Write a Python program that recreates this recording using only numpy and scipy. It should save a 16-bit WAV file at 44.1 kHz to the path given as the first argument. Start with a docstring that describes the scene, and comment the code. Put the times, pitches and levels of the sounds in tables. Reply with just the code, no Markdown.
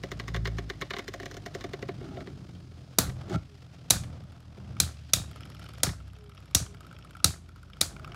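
"""A toy top hums and knocks quickly on the wall of a thin plastic arena, its tip hissing over the floor.
Each knock is a burst of micro-impacts through the wall's resonances; the hum follows the slowing spin.
Eight times two tops collide: a hard clack with a ring of metal discs, thuds on the drum-like floor and a
swell of rumble. In between, rims scrape and a wobbling top ticks and scuffs with its loose parts.
A small room answers with short reflections, over quiet air and a few faint falling tones."""
import sys
import numpy as np
from scipy import signal
from scipy.fft import rfft, irfft
from scipy.io import wavfile
from scipy.ndimage import uniform_filter1d

SR = 44100
rng = np.random.default_rng(int(sys.argv[2]) if len(sys.argv) > 2 else 0)


def inscribe(sig):
    """Save sig as 16-bit PCM at rate SR to the path in sys.argv[1].

    A 1-D sig is mono; a 2-D sig holds one channel per row.
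    Samples are clipped to [-1, 1] before scaling.
    """
    pcm = np.round(np.clip(np.atleast_2d(sig).T, -1, 1) * 32767)
    wavfile.write(sys.argv[1], SR, pcm.astype(np.int16))


N = 359415
TIME = np.arange(N) / SR
HIT = 8192  # length of a blow [samples]
CREST_DB = 9.5  # assumed height of a burst's peak over its loudest short-term rms

# All table levels are settings ahead of the trims made where they are played.


def undb(db):
    """Decibels to gain."""
    return 10 ** (np.asarray(db) / 20)


def unit(x):
    """Scale to a standard deviation of 1."""
    return x / np.std(x)


def curves(table):
    """The columns of a table, interpolated sample by sample."""
    s, *columns = np.transpose(table)
    return [np.interp(TIME, s, column) for column in columns]


def add(track, s, sound):
    """Mix a sound into the track at time s."""
    i = int(np.clip(s * SR, 0, len(track) - 1))
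    track[i:i + len(sound)] += sound[:len(track) - i]


def colour(x, points):
    """Minimum-phase filter with the given spectrum, so no sound comes ahead of its cause."""
    hz, db = np.transpose(points)
    grid = np.fft.rfftfreq(HIT, 1 / SR) + 1
    # beyond the end points the spectrum falls 20 dB per octave
    octaves_below = np.maximum(np.log2(hz[0] / grid), 0)
    octaves_above = np.maximum(np.log2(grid / hz[-1]), 0)
    level_db = np.interp(np.log(grid), np.log(hz), db) - 20 * (octaves_below + octaves_above)
    # folding the cepstrum onto positive time makes the filter causal
    cepstrum = irfft(np.log(undb(level_db)))
    cepstrum[1:HIT // 2] *= 2
    cepstrum[HIT // 2 + 1:] = 0
    response = irfft(np.exp(rfft(cepstrum)))
    return signal.fftconvolve(x, response)[:len(x)]


def ring(x, modes):
    """Drive a set of damped resonances; neighbours move in opposite directions."""
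    out = 0
    for k, (hz, width_hz, db) in enumerate(modes):
        b, a = signal.iirpeak(hz, hz / width_hz, fs=SR)
        out = out + (-1) ** k * undb(db) * signal.lfilter(b, a, x)
    return out


def contact(rise_s, decay_s):
    """Force of a spinning rim catching on something: a dense run of micro-impacts that dies away."""
    t = TIME[:HIT]
    return rng.standard_normal(HIT) * (1 - np.exp(-t / rise_s)) * np.exp(-t / decay_s)


def peak(x, db):
    """Set a burst's nominal peak level from its loudest two milliseconds."""
    loudest_power = uniform_filter1d(x ** 2, size=88).max()
    return x * undb(db - CREST_DB) / np.sqrt(loudest_power)


def walk(rate):
    """Smooth random wandering with a spread of 1; a new target comes at the given rate [Hz]."""
    k = int(SR / rate)
    steps = np.repeat(rng.standard_normal(N // k + 1), k)
    return unit(uniform_filter1d(uniform_filter1d(steps, k), k)[:N])


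# collisions: (time [s], clack level [dB], body knock level re clack [dB], body note [Hz],
#   disc ring level re clack [dB], disc pitch [Hz], top snap level re clack [dB], contact decay [s],
#   floor thud level [dB], panel slap level re thud [dB], lean level [dB])
COLLISIONS = [(2.9852, -2.5, -18.5, 480, -5.5, 4170, -16, 0.0022, -25, 4, -29.5),
              (3.9051, 0, -23, 437, -12.5, 3880, -21.5, 0.0024, -23, -6.5, -30.5),
              (4.8006, -2.5, -26.5, 1280, -6, 4140, -21.5, 0.0018, -26.5, -9.5, -46),
              (5.1341, -2.5, -24.5, 700, -2.5, 3850, -21, 0.002, -24.5, -21, -40),
              (5.8323, -5.5, -18.5, 1420, -8, 5350, -20.5, 0.0022, -24.5, -5.5, -45),
              (6.548, -3, -27.5, 518.8, -2, 5820, -21, 0.0022, -19, -6.5, -53),
              (7.2432, -1.5, -25.5, 1330, -16, 4400, -22, 0.0017, -18, -6, -53),
              (7.8118, -4.5, -24.5, 396, -19, 4800, -23.5, 0.0019, -31.5, -16, -48.5)]
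# a weaker burst of the crack noise leading into two of the clacks: (time [s], level [dB])
CRACK_ONSETS = [(3.9013, -14.5), (7.8093, -19)]
# spectra of the hard crack, its top snap and the plastic bodies: (frequency [Hz], level [dB])
CRACK = [(1410, -32.5), (2400, -8), (2910, -14), (3320, -8.5), (3800, -4.5), (4660, -2), (5060, -6),
         (6820, -4.5), (7550, -6), (9810, -8.5), (11000, -11.5), (14300, -25), (22000, -120)]
SNAP = [(7500, -28.5), (10000, -4.5), (12000, 0.5), (15000, 3), (16000, -3.5)]
BODY = [(120, -6), (250, 6), (450, 2.5), (700, 3.5), (950, -2), (1350, 3), (1900, -5), (2700, -25.5),
        (4000, -30)]
# short notes of the hard rims: (frequency [Hz], width [Hz], level [dB])
RIM_MODES = [(1290, 87, -7), (1972, 91, -8), (2730, 46, -14), (3900, 95, 2.5), (4160, 83, -0.5),
             (5810, 210, 0.5), (6680, 160, -2.5), (8170, 56, -8), (9100, 170, -1), (10550, 490, -4.5)]


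def collisions():
    """Rim hits rim: a hard crack, a short ring of the metal discs, a knock and a clatter of the bodies."""
    out = np.zeros(N)
    for s, db, body_db, body_hz, disc_db, disc_hz, snap_db, decay_s, *_ in COLLISIONS:
        force = echoed(contact(rise_s=0.0033, decay_s=decay_s), wet_db=-9.0)
        add(out, s, peak(colour(force, CRACK), db - 1.5))
        add(out, s, peak(ring(contact(rise_s=.0008, decay_s=.001), RIM_MODES), db - 4))
        add(out, s, peak(colour(force, SNAP), db + snap_db + 8.5))
        add(out, s, peak(ring(force, [(disc_hz, 260, 0)]), db + disc_db - 7.0))
        # the bodies' knock and its note follow a moment later
        push = echoed(contact(rise_s=0.00029, decay_s=0.0034), wet_db=-6.0)
        add(out, s + 0.00066, peak(colour(push, BODY), db + body_db + 9.5))
        note = ring(signal.unit_impulse(HIT), [(body_hz, 170, 0)])
        add(out, s + .001, peak(note, db + body_db + 5))
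        # the jolted parts clatter on, ever more weakly
        for lag_s in rng.uniform(.012, .13, size=7):
            bounce = colour(contact(rise_s=.0003, decay_s=0.0017), BODY)
            add(out, s + lag_s, peak(bounce, db - 23.5) * np.exp(-lag_s / 0.075))
    for s, db in CRACK_ONSETS:
        add(out, s, peak(colour(contact(rise_s=0.0002, decay_s=0.0027), CRACK), db))
    return out


# a top dropping back onto the floor: (time [s], level [dB])
LANDINGS = [(3.063, -24), (3.335, -26), (3.361, -22), (3.951, -23), (4.825, -23.5), (5.163, -26.5),
            (5.2, -27.5), (5.874, -21.5), (5.905, -27), (6.611, -26), (7.282, -25.5)]
# resonances of the drum-like floor and of the slapped panel: (frequency [Hz], width [Hz], level [dB])
FLOOR_MODES = [(60.3, 9.3, -6), (83, 8.2, 0), (110.5, 15, -2), (163, 44, -5)]
SLAP_MODES = [(198.6, 49, 0), (270, 24, 2), (330, 50, -4.7)]
LANDING_SLAP_DB = -17  # slap of a landing, set against its thud


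def thuds():
    """A soft push at each collision and landing rings the floor like a slack drum; the panel adds a slap."""
    out = np.zeros(N)
    t = TIME[:HIT] / 0.00046
    push = t * np.exp(-t)
    blows = [(s, db, slap_db) for s, *_, db, slap_db, _ in COLLISIONS]
    blows += [(s, db, LANDING_SLAP_DB) for s, db in LANDINGS]
    places = rng.standard_normal((len(blows), len(FLOOR_MODES)))
    for (s, db, slap_db), place in zip(blows, places):
        # each place on the floor favours other modes
        modes = [(hz, width_hz, mode_db + 2 * shift)
                 for (hz, width_hz, mode_db), shift in zip(FLOOR_MODES, place)]
        add(out, s, peak(ring(push, modes), db + 6.0))
        add(out, s, peak(ring(push, SLAP_MODES), db + slap_db + 7.5))
    return out


# a top knocking on the wall: (time [s], level [dB], panel boom re knock [dB], bright edge re knock [dB])
KNOCKS = [(0.034, -24, -6.5, -14.5), (0.115, -23.5, -11, -14), (0.1965, -23.5, -11, -16),
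          (0.2795, -24.5, -15.5, -12.5), (0.3436, -21, -13, -19), (0.3615, -25.5, -11, -14),
          (.4531, -20, -15.5, -20), (0.4717, -25, -8, -13), (0.5833, -23, -9.5, -16.5),
          (0.6981, -20.5, -13.5, -16.5), (.8118, -23.5, -15.5, -14), (0.8179, -21.5, -10, -20),
          (0.9045, -20, -14, -19), (0.9344, -23.5, -9.5, -20), (0.9649, -24, -12, -20),
          (0.9848, -27.5, -7, -10.5), (0.9902, -24, -11, -18), (1.0786, -24.5, -10, -13),
          (1.1373, -25.5, -9, -14), (1.1986, -27.5, -8.5, -18), (1.2297, -29.5, -8, -17),
          (1.256, -28, -9.5, -11), (1.3112, -31.5, -11, -11), (1.341, -36.5, -5, -7), (1.3668, -32, -6, -9),
          (1.46, -26.5, -6.5, -12.5), (1.5474, -26, -3.5, -13), (1.608, -32.5, -9, -12),
          (1.6392, -29, -1.5, -14), (1.733, -27.5, -1.5, -16), (1.824, -28.5, 0, -17),
          (1.886, -27.5, -0.5, -23), (2.0108, -45, 9, -25), (2.1687, -36.5, 4, -27),
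          (2.2052, -32.5, -8, -23), (2.2715, -34.5, -2, -24), (3.073, -38.5, -3, -17),
          (3.095, -32.5, -13, -13), (3.2955, -38, -8, -7), (4.035, -36.5, -20, -12), (4.575, -51.5, 8, -21),
          (5.8653, -26, -14, -20), (5.8888, -29, -21, -25)]
# spectra of the wall and of the rim's bright edge: (frequency [Hz], level [dB])
WALL = [(700, -9), (900, -11), (1100, 3), (1300, -4.5), (1600, -1.5), (1880, 3.5), (2200, 0.5),
        (2600, -11.5), (2950, -3.5), (3250, -10), (3650, -4.5), (4900, -14.5), (6000, -47)]
EDGE = [(3500, -11), (5500, 1), (7000, -3), (8300, -16), (9400, -7.5), (10500, -47), (11800, -12),
        (15000, -23)]
# boom of the wall panel: (frequency [Hz], width [Hz], level [dB])
PANEL_MODES = [(182, 154, -12), (296, 18.5, -4.5), (354, 63, -3.5), (396, 62, 1), (550, 19, -8),
               (617, 12, -10), (697, 22, -6.5), (796, 23, -18)]
TOUCH_LEAD_S, TOUCH_DB = 0.0053, -17  # a light touch comes ahead of each knock


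def knocks():
    """The rim touches the wall, then catches it in two lobes; slow bending waves bring low notes later."""
    out = np.zeros(N)
    for s, db, boom_db, edge_db in KNOCKS:
        touch = contact(rise_s=.001, decay_s=0.0028)
        touch = colour(touch, WALL) + undb(-8) * colour(touch, EDGE)
        add(out, s - TOUCH_LEAD_S, peak(touch, db + TOUCH_DB))
        force = contact(rise_s=0.000766, decay_s=0.0025)
        second_lobe = undb(-9) * contact(rise_s=0.00046, decay_s=0.005)
        add(force, rng.uniform(.003, .005), second_lobe)
        force = echoed(force, wet_db=-16.5)
        add(out, s, peak(colour(force, EDGE), db + edge_db + 4))
        add(out, s + 0.00094, peak(colour(force, WALL), db + .5))
        boom = ring(contact(rise_s=0.00108, decay_s=0.00202), PANEL_MODES)
        add(out, s + .002, peak(boom, db + boom_db + 8.5))
    return out


# a leaning rim dragging along the plastic: (start [s], end [s], level [dB], least pressure re full [dB])
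SCRAPES = [(2.005, 2.226, -46.5, -3.5), (3.232, 3.361, -30, -22), (4.592, 4.788, -53, -9),
           (7.91, 8.151, -54.5, -1)]
# broad rubbing noise: (frequency [Hz], level [dB])
RUB = [(120, 10), (240, -6), (400, -9), (550, -1.5), (760, 3), (950, -16), (1300, -1), (1900, -11),
       (3500, -11), (6000, -18.5), (12000, -40)]
# resonances of the rubbed wall: (frequency [Hz], width [Hz], level [dB])
RUB_MODES = [(148, 33, 1.5), (229, 87, 2.5), (384, 40, 2.5), (638, 39, -2), (807, 38.5, -5.5),
             (1279, 61, -7.5), (1370, 40, -9), (2234, 69, -19)]


def scrapes():
    """Stick and slip shakes the wall's resonances, pressing harder until the rim springs free."""
    out = np.zeros(N)
    for start_s, end_s, db, start_db in SCRAPES:
        progress = np.linspace(0, 1, int((end_s - start_s) * SR))
        press = np.maximum(undb(start_db), np.sin(np.pi / 2 * progress) ** 4)
        # slips of random strength, about 3500 a second
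        slipping = rng.random(len(press)) < 3500 / SR
        slips = np.zeros(len(press) + HIT)
        add(slips, 0, press * rng.standard_normal(len(press)) * slipping)
        rub = ring(slips, RUB_MODES) + undb(-13.5) * colour(slips, RUB)
        add(out, start_s, peak(rub, db + 16.0))
    return out


# bouts of wobbling: (first tick [s], end [s], sway period [s], tick level [dB], scuff level [dB],
#   shell ring level [dB])
WOBBLES = [(4.2368, 4.44, 0.083, -52, -61, -55.5), (5.3119, 5.8, 0.047, -43, -45, -46.5),
           (6.078, 6.53, 0.054, -50.5, -49, -54), (6.7453, 7.2, .0603, -45.5, -49.5, -46),
           (7.489, 7.8, .0699, -51.5, -58, -47.5), (7.9945, 8.1, 0.08, -50.5, -58, -38.5)]
# single hard scuffs as the tired top lurches: (time [s], level [dB], shell ring level [dB])
SCUFFS = [(4.7665, -41, -34.5), (5.4058, -40, -42), (5.4317, -36.5, -50.5), (5.6174, -44, -41),
          (5.663, -41.5, -41), (6.0007, -52, -41.5), (6.319, -48, -48), (6.376, -41, -44),
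          (6.6629, -43, -36), (6.8454, -51, -38.5), (6.911, -50, -35), (6.964, -40, -58),
          (7.0239, -42, -55), (7.1505, -52, -33.5), (7.2002, -46, -34.5), (7.7327, -37, -49),
          (7.9637, -43.5, -34), (8.0448, -36, -30), (8.1188, -35.5, -39), (8.1444, -51, -30)]
SCUFF_PHASE = 0.4  # the tip scuffs this share of a sway after each tick
SCUFF_SHELL_DB = -8  # shell ring of a sway's scuff, set against the scuff
SWAY_SCATTER_DB = 1  # spread of the levels from sway to sway


def wobble():
    """Each sway brings a tick, then a scuff; lurches add hard scuffs of their own."""
    out = np.zeros(N)
    for start_s, end_s, period_s, tick_db, scuff_db, shell_db in WOBBLES:
        for s in np.arange(start_s, end_s, period_s):
            stray_db = SWAY_SCATTER_DB * rng.standard_normal(3)
            add(out, s, tick(tick_db + stray_db[0], shell_db + stray_db[1]))
            rub = undb(stray_db[2]) * scuff(scuff_db, scuff_db + SCUFF_SHELL_DB)
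            add(out, s + SCUFF_PHASE * period_s, rub)
    for s, db, shell_db in SCUFFS:
        add(out, s, scuff(db, shell_db))
    return out


# resonances of the loose parts and of the top's shell: (frequency [Hz], width [Hz], level [dB])
TICK_MODES = [(3460, 1100, 3), (5450, 120, 3.5), (7000, 850, -5.5), (9000, 520, -2.5), (10950, 430, 2),
              (12900, 900, -10)]
SHELL_MODES = [(1325, 137, 22), (1600, 160, 9.5), (2240, 160, 1.5)]
# dry rubbing, in the scuffs and in the middle of a tick: (frequency [Hz], level [dB])
SCUFF = [(900, -14.5), (2300, -2), (3300, 0.5), (4300, -23.5), (5400, -6.5), (7000, -39), (12000, -40.5)]


def tick(db, shell_db):
    """Loose parts drop into their seats, ring the shell and jiggle on."""
    force = contact(rise_s=0.00081, decay_s=0.0022)
    out = peak(ring(force, TICK_MODES), db + .5) + peak(colour(force, SCUFF), db - 5)
    add(out, 0.00085, peak(ring(force, SHELL_MODES), shell_db + 7))
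    for lag_s in rng.uniform(.006, 0.068, size=4):
        jiggle = contact(rise_s=0.00025, decay_s=0.0014)
        rattle = ring(jiggle, SHELL_MODES) + undb(-12.5) * colour(jiggle, SCUFF)
        add(out, lag_s, peak(rattle, shell_db - 6.5))
    return out


def scuff(db, shell_db):
    """The edge of the tip rubs the floor for a moment and rings the shell."""
    force = contact(rise_s=0.0036, decay_s=0.0019)
    return peak(colour(force, SCUFF), db + 1) + peak(ring(force, SHELL_MODES), shell_db)


# the spin running down: (time [s], turns per second [Hz])
SPIN = [(0, 57.24), (.56, 55.48), (.8, 52.63), (1.55, 48.64), (2.9, 42.36), (4.1, 41), (5, 38.02),
        (5.7, 33.85), (7, 29.84), (8.15, 26.13)]
# how hard the imbalance shakes the floor: (time [s], level [dB])
SHAKE = [(0, -48.5), (.39, -31.5), (.56, -32), (.77, -51.5), (1.3, -47), (1.9, -49), (3.7, -53), (6.2, -49),
         (8.15, -53)]
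# how well the floor radiates that shaking: (frequency [Hz], level [dB])
FLOOR_RESPONSE = [(28, -30), (42, -13), (52, -0.5), (80, -2), (112, -0.5), (130, -4.5), (170, -9.5)]
# tips travelling over the floor: (time [s], rumble level [dB], panel drone level [dB],
#   grinding level [dB], hiss level [dB])
ROLL = [(0, -47.5, -74, -63, -60.5), (.36, -43, -69, -59.5, -61.5), (1.1, -54, -58, -64.5, -60.5),
        (1.75, -48.5, -54.5, -58, -60.5), (2.24, -45, -49.5, -59.5, -60), (2.65, -51, -60, -67.5, -66),
        (3, -52.5, -62, -62.5, -62.5), (3.3, -50, -58, -53, -60), (3.5, -59.5, -73.5, -72, -65),
        (4.1, -49.5, -57.5, -56.5, -61.5), (4.45, -60.5, -69.5, -66.5, -67), (4.72, -41, -59.5, -58, -61),
        (5, -58, -68.5, -68.5, -59.5), (5.4, -54.5, -55.5, -60, -59.5), (5.8, -50.5, -63, -63, -59.5),
        (6.2, -56, -72, -69, -68), (6.95, -54, -60.5, -62.5, -64.5), (7.6, -56.5, -65.5, -72.5, -67.5),
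        (8.15, -48, -57, -56.5, -64.5)]
# spectra of these layers: (frequency [Hz], level [dB])
RUMBLE = [(35, -38.5), (60, -1.5), (85, -1), (130, 4), (180, -4), (260, -17), (400, -29.5), (800, -57.5)]
DRONE = [(170, -22), (270, 3.5), (340, -2), (410, -4.5), (520, -20), (900, -31)]
GRIND = [(300, -14), (500, 2), (700, 2), (950, -6.5), (1350, -4.5), (2000, -17), (3500, -23)]
HISS = [(900, -15.5), (1500, -5.5), (2200, -4), (3200, -3), (4000, -5.5), (5000, -5.5), (7000, -14.5),
        (15000, -31.5)]
# fine high hiss, steady at first, fainter after the first clack: (time [s], level [dB])
HIGH_HISS = [(0, -66), (2.9, -66.5), (3.5, -71), (4.9, -73.5), (5.5, -73.5), (6.2, -79.5), (8.15, -77)]
# its spectrum: (frequency [Hz], level [dB])
HIGH_HISS_SPECTRUM = [(2900, -14), (3700, -2.5), (4300, -3), (5000, 2), (5700, -7.5), (6300, -7),
                      (8000, -12.5), (9500, -13.5), (10500, -18), (15000, -25.5)]


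def spinning():
    """Imbalance shakes the floor each turn; tips rumble, grind and hiss over it, under a fine high hiss."""
    hz, = curves(SPIN)
    shake_db, = curves(SHAKE)
    rumble_db, drone_db, grind_db, hiss_db = curves(ROLL)
    high_hiss_db, = curves(HIGH_HISS)
    leaning = lean()
    angle = 2 * np.pi * np.cumsum(hz) / SR
    floor_hz, floor_db = np.transpose(FLOOR_RESPONSE)
    hum = np.zeros(N)
    for k in range(1, 4):
        order_db = np.interp(k * hz, floor_hz, floor_db) + 2.1 * walk(7)
        hum += undb(order_db) * np.sin(k * angle + rng.uniform(0, 2 * np.pi))
    # the worn tip adds higher orders that swell and fade
    worn = sum(undb(3 * walk(5.6) - 3.0 * k) * np.sin(k * angle) for k in np.arange(4, 9))
    rumble = unit(colour(rng.standard_normal(N), RUMBLE)) * undb(2.0) + unit(worn) * undb(-8.0)
    # scratches are crossed in bunches, once a turn
    bumps = undb(1.6 * np.sin(angle) + 3.2 * walk(220))
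    grit = np.zeros(N)
    for spectrum, db in [(DRONE, drone_db), (GRIND, grind_db + 1.5), (HISS, hiss_db - 1)]:
        grit += unit(colour(bumps * rng.standard_normal(N), spectrum)) * undb(db)
    high_hiss = unit(colour(rng.standard_normal(N), HIGH_HISS_SPECTRUM)) * undb(high_hiss_db - 4.0)
    hum *= undb(shake_db) + leaning
    rumble *= undb(rumble_db) + undb(-8) * leaning
    return hum + rumble + grit + high_hiss


LEAN_RISE_S, LEAN_SETTLE_S = .05, .16  # time constants


def lean():
    """Extra shaking after each collision: it builds quickly and settles as the tops right themselves."""
    out = np.zeros(N)
    t = TIME[:2 * SR]
    swell = (1 - np.exp(-t / LEAN_RISE_S)) * np.exp(-t / LEAN_SETTLE_S)
    for s, *_, db in COLLISIONS:
        add(out, s, undb(db) * swell)
    return out


# the room's decay: (frequency [Hz], time to fall 60 dB [s])
ROOM_T60 = [(300, 0.17), (1500, 0.28), (4000, 0.23), (8000, 0.26), (15000, 0.16)]


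def reflections(onset_s):
    """Dense reflections of a small room, with unit energy; each band dies at its own rate."""
    t = TIME[:SR // 2]
    grid = np.log(np.fft.rfftfreq(len(t), 1 / SR) + 1)
    hz, t60_s = np.transpose(ROOM_T60)
    noise = rfft(rng.standard_normal(len(t)))
    tail = np.zeros(len(t))
    # overlapping bands, one around each frequency of the table
    for share, decay_s in zip(np.eye(len(hz)), t60_s):
        band = irfft(noise * np.interp(grid, np.log(hz), share), len(t))
        tail += band * np.exp(-np.log(1000) * t / decay_s)
    tail = tail * (1 - np.exp(-(t / onset_s) ** 2))
    return tail / np.linalg.norm(tail)


def echoed(force, wet_db):
    """A blow and its own fresh reflections, as spinning bodies radiate differently in every direction."""
    out = reflections(onset_s=0.0027) * undb(wet_db) * np.linalg.norm(force)
    add(out, 0, force)
    return out


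# spectrum of the room air: (frequency [Hz], level [dB])
AIR = [(15, -45.5), (25, -24.5), (64, -6), (114, -0.5), (489, -29), (624, -22), (863, -27.5), (1290, -22),
       (1890, -31.5), (4610, -41), (11300, -47), (14400, -55.5), (16000, -87)]
AIR_DB = -60  # rms level
# faint, coo-like falling tones: (time [s], length [s], start pitch [Hz], end pitch [Hz], level [dB])
COOS = [(3.454, 0.15, 433, 382, -56.5), (6.115, 0.27, 440, 388.8, -54), (6.633, 0.17, 410, 400.7, -54)]


def background():
    """Quiet room air is shaped noise; the few faint falling tones are gliding sines."""
    out = unit(colour(rng.standard_normal(N), AIR)) * undb(AIR_DB)
    for s, length_s, start_hz, end_hz, db in COOS:
        hz = np.linspace(start_hz, end_hz, int(length_s * SR))
        tone = np.sin(2 * np.pi * np.cumsum(hz) / SR)
        add(out, s, undb(db) * np.hanning(len(hz)) * tone)
    return out


def scene():
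    """The clacks and knocks carry their own echoes; scrapes and wobbles get a little room."""
    chatter = scrapes() + wobble()
    room = undb(-18) * signal.fftconvolve(chatter, reflections(onset_s=0.00385))[:N]
    return (collisions() + thuds() + knocks() + chatter + room + spinning() + background())[None]


def record(dry):
    """The microphone loses the deep bass, rounds the highest peaks and cuts the top."""
    x = signal.sosfilt(signal.butter(4, 35, "high", fs=SR, output="sos"), dry)
    x = np.tanh(1.1 * x) / 1.1
    top_cut = signal.ellip(8, .2, 70, 15700, fs=SR, output="sos")
    return signal.sosfilt(top_cut, x)


dry = scene()
out = record(dry)
inscribe(out)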